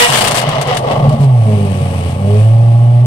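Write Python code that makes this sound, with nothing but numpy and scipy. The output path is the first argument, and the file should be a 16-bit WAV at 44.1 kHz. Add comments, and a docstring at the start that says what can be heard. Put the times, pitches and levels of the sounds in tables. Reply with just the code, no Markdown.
"""A V8 sports car comes off a hard rev: the throttle shuts and the exhaust note sinks into a lumpy dip,
then catches itself and settles on a booming fast idle. Engine orders and uneven firing pulses follow one
firing phase. Unburnt fuel crackles and pops in the exhaust as shaped noise while the revs fall;
thumps and gurgles are swelling sines, and gas noise adds rasp and hiss."""
import sys
import numpy as np
from scipy import signal
from scipy.fft import rfft, irfft, next_fast_len
from scipy.io import wavfile
from scipy.ndimage import uniform_filter1d, map_coordinates

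SR = 44100
rng = np.random.default_rng(int(sys.argv[2]) if len(sys.argv) > 2 else 0)


def log_audio(samples):
    """Write samples as a 16-bit WAV file to the path given in sys.argv[1]."""
    # one column per channel
    frames = np.atleast_2d(samples).T
    # limit to full scale, then quantise
    limited = np.clip(frames, -1, 1)
    pcm = np.round(limited * 32767).astype(np.int16)
    wavfile.write(sys.argv[1], SR, pcm)


N = 134946

# How fast the cylinders fire as the revs fall, dip and recover: (time [s], firing rate [Hz])
SPEED = [(.06, 482.3), (.5, 308.9), (.85, 202.2), (1.1, 154.2), (1.23, 140.5), (1.42, 111.2), (1.52, 105.2),
         (1.71, 95.6), (2.1, 86.55), (2.29, 101.9), (2.56, 114.1), (3.06, 121.2)]
GRAIN_DB = 3  # depth of the random grain in the rasp, bark and pop noise


def amp(db):
    """Decibels to gain."""
    return 10 ** (np.asarray(db) / 20)


def unit(x):
    """Scale to rms 1."""
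    return x / np.sqrt(np.mean(x ** 2) + 1e-20)


def along(points, hz):
    """Read (frequency [Hz], value) points on a log frequency axis."""
    f, v = np.transpose(points)
    return np.interp(np.log(hz + 1), np.log(f + 1), v)


def curve(rows):
    """Draw (time [s], value) points as one value per sample."""
    return np.interp(np.arange(N) / SR, *np.transpose(rows))


def wobble(rate):
    """A smooth random curve with rate knots a second."""
    knots = rng.standard_normal(N // 8)
    return map_coordinates(knots, [np.arange(N) * rate / SR], mode="wrap")


def filtered(x, response):
    """Multiply the spectrum of x by a response of frequency, padded against wrap-around."""
    m = next_fast_len(N + SR // 2)
    return irfft(rfft(x, m) * response(np.fft.rfftfreq(m, 1 / SR)), m)[..., :N]


def coloured(x, points):
    """Shape x with a minimum-phase filter of the drawn spectrum, at rms 1."""
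    size = 16384
    log_gain = np.log(amp(along(points, np.fft.rfftfreq(size, 1 / SR))))
    # folding the cepstrum forward makes the filter causal, so attacks stay sharp
    cepstrum = irfft(log_gain)
    cepstrum[1:size // 2] *= 2
    cepstrum[size // 2 + 1:] = 0
    impulse = irfft(np.exp(rfft(cepstrum)))
    return unit(signal.fftconvolve(np.atleast_2d(x), impulse[None], axes=1)[:, :N])


def steady(x):
    """Even out the slow swells of x, over about 59 ms."""
    power = np.abs(uniform_filter1d(x ** 2, size=2600))
    return x / np.sqrt(power + 1e-4)


def swell(start, rise):
    """A rounded surge that peaks at 1, rise seconds after its start, and dies."""
    u = np.maximum(np.arange(N) / SR - start, 0) / rise
    return (u * np.exp(1 - u)) ** 2


def orders(phase, table, rough):
    """Engine orders locked to the firing phase; the higher ones waver more, the first not at all."""
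    total = 0
    for k, db in table:
        waver = 1 + rough * np.log(k) * (wobble(35.17) + 1j * wobble(34.53))
        tone = np.exp(2j * np.pi * (k * phase + rng.random()))
        total = total + amp(db) * np.real(waver * tone)
    return np.sqrt(2) * total


def firings(phase, scatter):
    """The uneven part of the exhaust pulses: a repeating eight-cylinder pattern plus chance."""
    # each cylinder's departure from the average pulse, in firing order: strength [relative]
    cylinder_pattern = [-0.48, -0.55, -0.73, -0.79, 0.6, -0.16, 0.75, -1.05]
    at = np.flatnonzero(np.diff(np.floor(phase)) > 0)
    pulses = np.zeros(N)
    pulses[at] = np.resize(cylinder_pattern, len(at)) + scatter * rng.standard_normal(len(at))
    return unit(pulses)


def puffs(phase, grain_db):
    """Grainy gas noise that surges with each firing, only partly alike at the two ports."""
    alike = 0.54  # share of the noise power common to both ports
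    gate_depth, grain_rate = 0.17, 600  # surge [fraction], grain [knots/s]
    noise = np.sqrt(alike) * rng.standard_normal(N) + np.sqrt(1 - alike) * rng.standard_normal((2, N))
    surge = 1 + gate_depth * np.cos(2 * np.pi * phase)
    return unit(noise * surge * amp(grain_db * wobble(grain_rate)))


def crackle():
    """Irregular tiny detonations of uneven size, timed alike at both ports, at rms 1."""
    rate, spread_db = 1100, 7  # sparks a second on average, size either way [dB]
    sparks = (rng.random(N) < rate / SR) * rng.choice([-1, 1], (2, N))
    return unit(sparks * amp(spread_db * rng.uniform(-1, 1, (2, N))))


def ringing(x):
    """Pipes and bodywork add a short metallic ring of decaying noise, different at each port."""
    ring_db, t60_s = -8, 0.065  # ring level well above 300 Hz, time to fall 60 dB
    t = np.arange(SR // 8) / SR
    tail = rng.standard_normal((2, len(t))) * amp(-60 * t / t60_s)
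    wet = signal.fftconvolve(x, tail / np.linalg.norm(tail[0]), axes=1)[:, :N]

    def share(hz):
        return amp(ring_db) * hz / (hz + 300)

    # the last filter takes back the energy that the ring adds
    return filtered(x + filtered(wet, share), lambda hz: 1 / np.sqrt(1 + share(hz) ** 2))


def engine_bay_hiss(phase):
    """Hiss from the engine bay: gated gas noise with a little crackle."""
    # loudness of the hiss: (time [s], level [dB])
    hiss_level = [(1.35, -39), (1.5, -32.5), (2.11, -30.5), (2.17, -37), (2.4, -31), (2.55, -38),
                  (3.06, -42)]
    # spectrum of the hiss: (frequency [Hz], level [dB])
    hiss_colour = [(300, 4.5), (1600, -3), (2500, 2), (4000, -7.5), (7300, -14.5), (8500, -6.5),
                   (15500, -31)]
    source = 0.75 * crackle() + puffs(phase, grain_db=2.0)
    return amp(curve(hiss_level)) * coloured(source, hiss_colour)


def gas_rasp(phase):
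    """Gas rasp: noise and crackle, with firing pulses that weaken as the square of the revs."""
    # loudness of the rasp: (time [s], level [dB])
    rasp_level = [(.04, -21), (.39, -23), (.58, -21), (.65, -27), (.72, -17), (.81, -33.5), (.915, -22.5),
                  (.96, -28.5), (1.35, -42.5)]
    # spectrum of the rasp: (frequency [Hz], level [dB])
    rasp_colour = [(300, -63), (1000, 9.5), (1700, -3), (2050, 6.5), (2300, -3.5), (3000, 1), (5000, -10.5),
                   (16000, -37)]
    revs = np.minimum(curve(SPEED) / SPEED[0][1], 1)
    buzz = steady(firings(phase, scatter=0.2)) * revs ** 2
    source = buzz + 2.25 * crackle() + puffs(phase, GRAIN_DB)
    return amp(curve(rasp_level)) * coloured(source, rasp_colour)


def overrun_thumps():
    """Late burns ring the silencer: each thump is a low sine under a rounded surge."""
    # low thumps in the silencer: (start [s], surge peak [dB])
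    thump_events = [(0.084, -10), (0.466, -8.5), (0.576, -10.5), (.668, -12), (.972, -13), (1.02, -3.5),
                    (1.069, -2), (1.117, -8.5), (1.81, -13)]
    pitch_hz, rise_s = 137.9, 0.017
    t = np.arange(N) / SR
    return sum(amp(db) * swell(start, rise_s) * np.sin(2 * np.pi * pitch_hz * (t - start))
               for start, db in thump_events)


def overrun_gurgles():
    """Late burns ring the pipes: hollow sines at set pitches, fluttering in phase and size."""
    # hollow gurgles: (start [s], surge peak before the size flutter [dB], pitch [Hz])
    gurgle_events = [(0.041, -14.5, 700), (.213, -17, 660), (.41, -16.5, 700), (.545, -13.5, 635),
                     (0.677, -13, 510), (0.701, -13, 730), (.825, -16, 500), (0.893, -10, 605),
                     (1.027, -15.5, 530), (1.108, -13, 620)]
    rise_s, flutter_rate = 0.02, 130  # surge rise, flutter [knots/s]
    t = np.arange(N) / SR
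    flutter = wobble(flutter_rate)  # radians
    size = amp(1.4 * wobble(flutter_rate))
    gurgles = sum(amp(db) * swell(start, rise_s) * np.sin(2 * np.pi * hz * t + flutter)
                  for start, db, hz in gurgle_events)
    return size * gurgles


def afterfire(phase):
    """Fuel ignites in the pipes: each pop starts sharply, crackles for a moment and dies."""
    # afterfire pops: (start [s], level [dB], length before the decay [s])
    pop_events = [(0, -5.5, 0.049), (0.058, -14.5, 0.056), (0.117, -10, 0.073), (0.206, -9.5, 0.015),
                  (0.24, -13, 0.017), (0.272, -8.5, 0.0095), (0.309, -13, 0.013), (0.344, -13, 0.051),
                  (0.412, -20, 0.009), (0.49, -21, 0.0025), (0.612, -17.5, 0.0069), (0.673, -27, 0.0047),
                  (0.745, -25.5, 0.0032), (0.769, -15, 0.0031), (0.914, -30, 0.0017), (1.092, -29, 0.003),
                  (1.118, -31, 0.0099), (1.202, -34, 0.045)]
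    # spectrum of the pops: (frequency [Hz], level [dB])
    pop_colour = [(200, -25.5), (700, -1), (3200, 0.5), (6000, -7.5), (9000, -6), (16000, -26)]
    attack_s, decay_s = 0.00025, 0.0095
    t = np.arange(N) / SR
    power = np.zeros(N)
    for start, db, length in pop_events:
        attack = np.clip((t - start) / attack_s, 0, 1)
        decay = np.exp(-np.maximum(t - start - length, 0) / decay_s)
        power += (amp(db) * attack * decay) ** 2
    return np.sqrt(power) * coloured(2.25 * crackle() + puffs(phase, GRAIN_DB), pop_colour)


def scream(phase):
    """The full-throttle note: strong high orders that die quickly once the throttle shuts."""
    # full-throttle orders: (multiple of the firing rate, level [dB])
    scream_orders = [(1, 1), (2, -4), (3, -14), (4, 1.5), (5, -1), (6, 3), (7.5, -8)]
    level_db, shut_s, fall_db_per_s = -20, 0.041, 221
    after = np.maximum(np.arange(N) / SR - shut_s, 0)
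    return amp(level_db - fall_db_per_s * after) * orders(phase, scream_orders, rough=0.1)


def burble(phase):
    """Uneven firings ring the pipes: a low boom and a hollow bark."""
    # loudness of the boom: (time [s], level [dB])
    boom_level = [(.06, -26.5), (.15, -21.5), (.9, -20), (1.1, -11.5), (1.3, -22), (1.65, -18),
                  (2.15, -19.5), (2.5, -24.5)]
    # loudness of the bark: (time [s], level [dB])
    bark_level = [(.02, -38), (.1, -16.5), (.58, -19), (.8, -19.5), (.92, -13.5), (1.28, -26.5),
                  (2.35, -28.5), (3.06, -31.5)]
    # spectrum of the boom: (frequency [Hz], level [dB])
    boom_colour = [(25, -23.5), (80, -15.5), (136, 4), (178, -12), (228, -7), (280, -20.5), (1000, -77)]
    # spectrum of the bark: (frequency [Hz], level [dB])
    bark_colour = [(200, -24), (400, -9), (620, -0.5), (850, -4.5), (990, -18), (1140, -4), (1320, -40),
                   (5000, -57)]
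    boom = steady(coloured(firings(phase, scatter=0.68), boom_colour))
    bark_source = firings(phase, scatter=0.77) + 1.55 * puffs(phase, GRAIN_DB)
    bark = steady(coloured(bark_source, bark_colour))
    return amp(curve(boom_level)) * boom + amp(curve(bark_level)) * bark


def exhaust_note(phase):
    """Drone and pulling tone, uneven at low revs; overtones swell on crossing a pipe resonance."""
    # loudness of the drone before the stumble: (time [s], level [dB])
    drone_level = [(.8, -68), (1, -34), (1.195, -19), (1.212, -7.5), (1.45, -10), (1.77, -19), (2.2, -20),
                   (2.28, -11), (2.42, -7.5), (3.06, -8)]
    # loudness of the pulling tone, swelling as the idle governor feeds the engine: (time [s], level [dB])
    pull_level = [(1, -70), (1.42, -41), (1.48, -18), (1.65, -19.5), (1.8, -22.5), (2.14, -28.5),
                  (2.28, -17), (2.36, -19), (2.45, -32.5)]
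    # orders of the drone at idle: (multiple of the firing rate, level [dB])
    idle_orders = [(1, 1.5), (2, -28), (3, -30.5), (5, -22.5), (6, -30.5), (7, -29)]
    # orders of the pulling engine: (multiple of the firing rate, level [dB])
    pull_orders = [(1.5, -12), (2, -4.5), (4, -15.5), (5, -18), (6, -12)]
    # tailpipe resonances: (centre [Hz], boost [dB])
    pipe_resonances = [(205, 5.5), (416, 13)]
    pipe_width_hz = 18.4
    # the strokes grow uneven in strength as the firing rate sinks to stumble_hz
    stumble_hz, steepness, depth_db, stumble_rate = 92, 10, 1.6, 45  # rate in knots/s
    stumble_db = depth_db * np.minimum(stumble_hz / curve(SPEED), 1) ** steepness
    drone_gain = amp(curve(drone_level) + stumble_db * wobble(stumble_rate))
    pull_gain = amp(curve(pull_level) + stumble_db * wobble(stumble_rate))
    drone = drone_gain * orders(phase, idle_orders, rough=0.1)
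    pull = pull_gain * orders(phase, pull_orders, rough=0.35)

    def pipe(hz):
        return amp(sum(db * np.exp(-((hz - centre) / pipe_width_hz) ** 2)
                       for centre, db in pipe_resonances))

    return filtered(drone + pull, pipe)


def scene():
    """One firing phase links the engine layers; sound reaches the left port first and brighter."""
    # tilt between the ports: (frequency [Hz], left minus right [dB])
    port_tilt = [(100, -1.5), (1150, 0.5), (1950, 2.5), (2500, 8), (8000, 20.5)]
    lead_s, scream_pan_db = 0.00025, -15.5  # left lead; scream left minus right, before the tilt
    jitter = 1 + 0.002986 * wobble(25.28)
    phase = np.cumsum(curve(SPEED) * jitter) / SR  # counted in firings
    side = np.array([[0.5], [-0.5]])  # left, right
    overrun = overrun_thumps() + overrun_gurgles()
    rough_layers = engine_bay_hiss(phase) + gas_rasp(phase) + overrun + afterfire(phase) + burble(phase)
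    panned_scream = scream(phase) * amp(side * scream_pan_db)
    car = ringing(rough_layers) + panned_scream + exhaust_note(phase)

    def ports(hz):
        gain = amp(side * along(port_tilt, hz))
        lead = np.exp(2j * np.pi * hz * side * lead_s)
        return gain / gain.mean(0) * lead

    return filtered(car, ports)


def record(dry):
    """Round off the highest peaks, then cut everything above the band limit."""
    ceiling, top_hz = 0.91, 15650  # soft limit before the cut [full scale], band limit [Hz]
    held = dry / (1 + np.abs(dry / ceiling) ** 8) ** (1 / 8)
    return filtered(held, lambda hz: hz < top_hz)


dry = scene()
out = record(dry)
log_audio(out)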